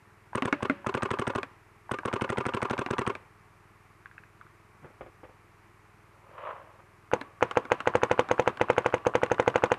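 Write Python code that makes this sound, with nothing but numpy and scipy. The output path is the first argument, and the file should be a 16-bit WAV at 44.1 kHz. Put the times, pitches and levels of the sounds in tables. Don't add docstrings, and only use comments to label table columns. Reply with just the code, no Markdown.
import sys
import numpy as np
from scipy import signal
from scipy.fft import rfft, irfft
from scipy.io import wavfile

SR = 44100
rng = np.random.default_rng(int(sys.argv[2]) if len(sys.argv) > 2 else 0)


def dump_mix(stems):
    frames = np.atleast_2d(stems).T
    limited = np.clip(frames, -1, 1)
    pcm = np.round(limited * 32767).astype(np.int16)
    wavfile.write(sys.argv[1], SR, pcm)


N = 431298
T = np.arange(SR // 3) / SR
FIRST_CYCLE_S, SECOND_CYCLE_S = .0817, .08

# t/s, shots, flight/s, splat/dB, thud/dB, panel pitch ratio
FIRST_BURSTS = [(.3551, 1, 0.069, 4.5, -4, 0.99), (.4556, 1, 0.071, 5.5, 0, 1.065),
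                (.6294, 1, .0696, 1.5, 1.5, 1.02), (.8688, 7, .073, -1, -20.5, 1),
                (1.917, 1, 0.069, -3, -17, 1.1), (2.0568, 10, .071, -2.5, -15, 1),
                (2.91, 2, 0.073, 1, -16, 0.91), (3.0761, 1, 0.074, -0.5, -23, 1.1)]
# t/s, shots, flight/s, splat/dB, thud/dB, muzzle crack/dB
SECOND_BURSTS = [(7.135, 1, 0.078, -3, -13.5, -1), (7.4261, 1, 0.083, 0.5, -36, 1.5),
                 (7.5715, 1, 0.083, -9.5, -18.5, 1), (7.7183, 1, 0.085, 0, -29, 4.5),
                 (7.8734, 5, 0.095, -6.5, -22, 0.7), (8.3131, 1, 0.11, -13, -32, 1.5),
                 (8.3961, 2, 0.098, -8, -34, 2.5), (8.6134, 1, 0.12, -11, -28, 3),
                 (8.701, 4, 0.12, -16, -34, 0.9), (9.0674, 1, 0.093, -7, -26, -7),
                 (9.1531, 2, .11, -10, -32, 0), (9.3163, 1, 0.11, -8, -27, -4),
                 (9.398, 5, .102, -6, -34, 1.7)]
# f/Hz, level/dB
CLICK = [(1500, 7.5), (3000, 5.5), (4000, -4), (5000, -10.5), (6500, -11.5), (8800, -17), (13000, -42)]
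# f/Hz, level/dB
RASP = [(300, 3), (1400, 13.5), (2800, -14.5), (3600, -15), (4600, -17), (6500, -23), (8800, -26),
        (13000, -81)]


def amp(db):
    return 10 ** (np.asarray(db) / 20)


def add(track, s, sound):
    at = max(0, int(round(s * SR)))
    part = sound[:max(0, len(track) - at)]
    track[at:at + len(part)] += part


def cut(x, hz, kind, order):
    return signal.sosfilt(signal.butter(order, hz, kind, fs=SR, output="sos"), x + 1e-18)


def noise(spectrum, size):
    hz, db = np.transpose(spectrum)
    bin_hz = np.fft.rfftfreq(size, 1 / SR) + 1
    bass_rolloff = np.minimum(bin_hz / hz[0], 1) ** 2
    shape = bass_rolloff * amp(np.interp(np.log(bin_hz), np.log(hz), db))
    x = irfft(rfft(rng.standard_normal(size)) * shape, size)
    return x / x.std()


def fade(t60, rise):
    return (1 - np.exp(-T / rise)) * np.exp(-np.log(1000) * T / t60)


def ring(modes, spread_db=.8, detune=.012, rise=.00005, alternate=False):
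    out = np.zeros(len(T))
    for k, (hz, db, t60) in enumerate(modes):
        strength, pitch = rng.standard_normal(2)
        sign = (-1) ** k if alternate else 1
        tone = np.sin(2 * np.pi * hz * (1 + detune * pitch) * T)
        out += sign * amp(db + spread_db * strength) * tone * fade(t60, rise)
    return out


def puff(spectrum, db, t60, rise):
    return amp(db) * noise(spectrum, size=len(T)) * fade(t60, rise)


def shots(bursts, cycle_s):
    return np.array([(start + k * cycle_s, *aim) for start, count, *aim in bursts for k in range(count)])


def camera(ticks_per_s=20.104, whine_hz=9625, whine_db=-91.5):
    # f/Hz, level/dB, t60/s
    tick_modes = [(40, -67, 1), (101, -59.5, 0.21), (116, -47.5, 0.026), (367, -68, 0.17),
                  (417.5, -68, 0.45)]
    tick = ring(tick_modes, spread_db=0, detune=0)
    ticks = np.zeros(N)
    for s in np.arange(.0232, N / SR, 1 / ticks_per_s):
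        add(ticks, s, -tick)
    whine = amp(whine_db) * np.sqrt(2) * np.sin(2 * np.pi * whine_hz * np.arange(N) / SR)
    return ticks + whine


def hush():
    # f/Hz, level/dB
    air = [(88, -27), (150, -1), (171, -11), (206, -4), (253, -16.5), (335, -2.5), (495, -15), (1150, -5),
           (1490, -10.5), (1640, -10.5), (2330, -12.5), (3330, -27), (10000, -32), (13000, -33.5)]
    return amp(-60) * noise(air, size=N)


def first_marker():
    # f/Hz, level/dB, t60/s
    solenoid = [(970, -11, 0.007), (1046, -19.5, 0.011), (1516, -25, 0.01)]
    barrel = [(129, -31.5, 0.054), (217, -26, 0.045), (330, -21.5, 0.02), (447, -35.5, 0.014),
              (1350, -31, 0.0035)]
    body = [(250, -34.5, 0.014), (408, -26.5, 0.047), (543, -33, 0.081), (1047, -24, 0.025),
            (1190, -40.5, 0.23), (1403, -31.5, 0.032), (2175, -46.5, 0.075), (2570, -30, 0.0087)]
    # f/Hz, level/dB
    valve = [(1500, 12.5), (3300, 0), (4500, -18), (6300, -5), (7500, -17.5), (8600, 3.5), (9600, -20),
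             (13000, -30)]
    # t/s from the blast, level/dB
    bolt_stops = [(-.005, -5), (-.0033, -7.5), (0.0199, -4.5), (0.0244, 0.5), (.0274, -6)]
    ringing, hiss = np.zeros((2, N))
    for s in shots(FIRST_BURSTS, FIRST_CYCLE_S)[:, 0]:
        blast_db, valve_db = rng.normal([.5, -24.5], .6)
        add(ringing, s - .0238, ring(solenoid, rise=.0017, alternate=True))
        add(hiss, s - .0052, puff(RASP, db=-23.5, t60=.034, rise=.0011))
        add(ringing, s, amp(blast_db) * ring(barrel))
        add(hiss, s + .00019, puff(valve, db=valve_db, t60=.012, rise=.0002))
        for delay, db in bolt_stops:
            add(ringing, s + delay + rng.normal(0, .00016), amp(db) * ring(body, alternate=True))
            add(hiss, s + delay, amp(db) * puff(CLICK, db=-38, t60=.03, rise=.0001))
    return ringing, hiss


def targets():
    # f/Hz, level/dB, t60/s
    panel = [(283, -20, 0.081), (354, -9, 0.02), (480, -19.5, 0.036), (544, -41.5, 0.53),
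             (593, -25.5, 0.047), (1116, -16.5, 0.019), (1400, -8, 0.015), (2043, -22, 0.027)]
    shell = [(1076, -30.5, 0.009), (1520, -39, 0.018), (2065, -30.5, 0.018), (2570, -29, 0.011),
             (3280, -32.5, .008), (3800, -34, 0.017)]
    ringing, hiss = np.zeros((2, N))
    balls = list(shots(FIRST_BURSTS, FIRST_CYCLE_S))
    balls += [(*ball, 1) for *ball, _ in shots(SECOND_BURSTS, SECOND_CYCLE_S)]
    for fired, flight_s, splat_db, thud_db, pitch in balls:
        s = fired + rng.normal(flight_s, .001)
        splat = amp(rng.normal(splat_db, 1.5))
        struck_spot = [(hz * pitch, db, t60) for hz, db, t60 in panel]
        add(ringing, s, -amp(thud_db) * ring(struck_spot, spread_db=3, detune=.017, rise=.0019))
        add(ringing, s, -splat * ring(shell, spread_db=3, detune=.11, alternate=True))
        crack = puff(CLICK, db=-28.5, t60=.0061, rise=.00005)
        spray = puff(RASP, db=-23, t60=.025, rise=.0015)
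        add(hiss, s, splat * (crack + spray))
    return ringing, hiss


def plastic_tick():
    # f/Hz, level/dB, t60/s
    hopper = [(1140, -41.5, 0.024), (1500, -27, 0.011), (2170, -42, 0.014), (3230, -49, 0.011)]
    tick = ring(hopper, spread_db=4, detune=.083, rise=.00032, alternate=True)
    return tick + puff(CLICK, db=-45, t60=.0043, rise=.00024)


def handling(rebound_s=.056, rebound_db=-9):
    # t/s, level/dB
    taps = [(4.058, 2.5), (4.18, -1.5), (4.412, -7)]
    # f/Hz, level/dB
    drag = [(60, -5), (160, -2), (300, -11), (600, -16), (1500, -15), (4000, -47)]
    # t/s, wooden knock/dB, plastic tick/dB
    knocks = [(4.845, -1.5, -13.5), (5.009, 7.5, -5.5), (5.233, 4.5, -14)]
    out = np.zeros(N)
    add(out, 4.822, puff(drag, db=-44, t60=.34, rise=.011))
    contacts = [(s, amp(db) * plastic_tick()) for s, db in taps]
    for s, knock_db, tick_db in knocks:
        contacts.append((s, amp(knock_db) * plank_knock() + amp(tick_db) * plastic_tick()))
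    for s, sound in contacts:
        add(out, s, sound)
        add(out, s + rng.normal(rebound_s, .0034), amp(rebound_db) * sound)
    return out


def plank_knock():
    # f/Hz, level/dB, t60/s
    planks = [(151, -58, 0.03), (340, -69, 0.02), (420, -58, 0.032), (542, -42, 0.04), (736, -45, 0.019),
              (1096, -72, 0.013)]
    # f/Hz, level/dB
    scuff = [(60, 21), (150, -30), (300, 8), (600, 7.5), (1000, -1), (1800, -6.5), (3200, -13), (5000, -40)]
    knock = ring(planks, spread_db=2.5, detune=.06, rise=.0003)
    return knock + puff(scuff, db=-45.5, t60=.13, rise=.0014)


def sleeve(peak_s=6.48, peak_db=-40.5, rise_db_per_s=85, fall_db_per_s=70, catch_hz=70, catch_db=3):
    # f/Hz, level/dB
    cloth = [(160, -63), (280, -31), (379, -18.5), (549, -0.5), (769, -9), (1070, -1), (1340, -9),
             (1460, -12), (2930, -23.5), (4500, -48), (5850, -74), (9900, -120)]
    # t/s, level/dB
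    snags = [(6.38, -35.5), (6.433, -40), (6.46, -29), (6.487, -37.5), (6.788, -53)]
    since_peak = np.arange(N) / SR - peak_s
    level = amp(peak_db + np.minimum(rise_db_per_s * since_peak, -fall_db_per_s * since_peak))
    for s, db in snags:
        add(level, s, amp(db) * fade(t60=.084, rise=.002))
    catches = cut(rng.standard_normal(N), catch_hz, "low", order=2)
    grain = noise(cloth, size=N) * amp(catch_db * catches / catches.std())
    return grain / grain.std() * level


def second_marker():
    # f/Hz, level/dB, t60/s
    solenoid = [(624, -31, 0.0079), (1220, -18.5, 0.0035), (1520, -23, 0.007)]
    barrel = [(130.6, -28, 0.044), (204, -27, 0.057), (329.5, -19.5, 0.038), (515.5, -8, 0.025),
              (670, -13.5, 0.0047), (793, -7.5, 0.0092)]
    muzzle = [(720, -23.5, 0.00067), (1124, -5, 0.0038), (2000, -13, 0.0039), (2690, -46, 0.0058)]
    body = [(428, -30, 0.019), (1005, -35, 0.049), (1057, -40.5, 0.051), (1150, -54, 0.9),
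            (1360, -33.5, 0.0052), (2140, -48, 0.0089), (2670, -60, .012)]
    # f/Hz, level/dB
    slide = [(700, 7), (1300, 4), (2000, -1), (2700, 10), (3400, -16.5), (4500, -20), (12000, -44)]
    valve = [(1500, 11.5), (3000, -2), (4000, -11.5), (5400, -13.5), (6400, 0), (7600, -16), (8600, -16.5),
             (10500, -20), (13000, -60)]
    # t/s from the blast, level/dB
    bolt_stops = [(-.0075, -2), (-.005, 3.5), (0.018, -17), (0.0214, -1.5), (.0275, 0.5), (.031, -17)]
    ringing, hiss = np.zeros((2, N))
    fired = shots(SECOND_BURSTS, SECOND_CYCLE_S)
    rests = np.diff(fired[:, 0], prepend=0)
    for (s, *_, muzzle_db), rest in zip(fired, rests):
        blast_db, crack_db = rng.normal([0, muzzle_db], [.6, 1])
        stuck = 1 - np.exp(-rest / .5)
        click_s = s - .015 - .00513 * stuck
        add(ringing, click_s, amp(4.5 + .99 * stuck) * ring(solenoid, rise=.0001, alternate=True))
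        add(hiss, click_s, puff(CLICK, db=-44, t60=.0076, rise=.0003))
        add(hiss, s - .011, puff(slide, db=-25, t60=.033, rise=.01))
        add(ringing, s - .0008, -amp(blast_db) * ring(barrel, rise=.00062))
        crack = amp(crack_db) * cut(ring(muzzle), 210, "high", order=1)
        add(ringing, s + .00041, amp(-1) * crack)
        add(ringing, s + .002407, amp(-13) * crack)
        add(hiss, s + .0006, amp(crack_db) * puff(CLICK, db=-32.5, t60=.0072, rise=.0001))
        add(hiss, s + .0017, puff(valve, db=-19, t60=.014, rise=.00081))
        for delay, db in bolt_stops:
            add(ringing, s + delay + rng.normal(0, .0003), amp(db) * ring(body, alternate=True))
        add(hiss, s + .0275, puff(valve, db=-46.5, t60=.007, rise=.0002))
    return ringing, hiss


def woods(x, near_db, near_t60, far_db, far_t60):
    # f/Hz, level/dB
    colour = [(100, -3), (250, -5), (500, -9), (750, -4.5), (1100, -0.5), (1700, -5), (2600, -3),
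              (4000, -49), (6400, -7), (12000, -16)]
    hz, db = np.transpose(colour)
    near, far = fade(near_t60, rise=.013) ** 2, fade(far_t60, rise=.053) ** 2
    returned = amp(near_db) ** 2 * near / near.sum() + amp(far_db) ** 2 * far / far.sum()
    edges_hz = np.geomspace(80, 13000, 14)
    white, out = rng.standard_normal((2, N)), np.zeros(N)
    for k, (low, high) in enumerate(zip(edges_hz, edges_hz[1:])):
        band = signal.butter(2, [low, high], "band", fs=SR, output="sos")
        energy = signal.oaconvolve(signal.sosfilt(band, x + 1e-18) ** 2, returned)[:N]
        wash = signal.sosfilt(band, white[k % 2])
        gain = amp(np.interp(np.log(low * high) / 2, np.log(hz), db))
        out += gain * np.sqrt(np.maximum(energy, 0)) * wash / wash.std()
    return out


def scene(case_hz=3200, ground_delay_s=.0081, ground_db=-11, ground_hz=1500):
    ringing, hiss = np.sum([first_marker(), second_marker(), targets()], axis=0)
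    direct = cut(ringing + handling(), case_hz, "low", order=5) + hiss
    out = direct + sleeve() + camera() + hush()
    add(out, ground_delay_s, amp(ground_db) * cut(direct, ground_hz, "low", order=1))
    return (out + woods(direct, near_db=-11.5, near_t60=.078, far_db=-17, far_t60=.46))[None]


def record(dry, bass_hz=74, top_hz=13200):
    thin = cut(dry, bass_hz, "high", order=2)
    return signal.sosfilt(signal.ellip(10, .1, 80, top_hz, fs=SR, output="sos"), thin)


dry = scene()
out = record(dry)
dump_mix(out)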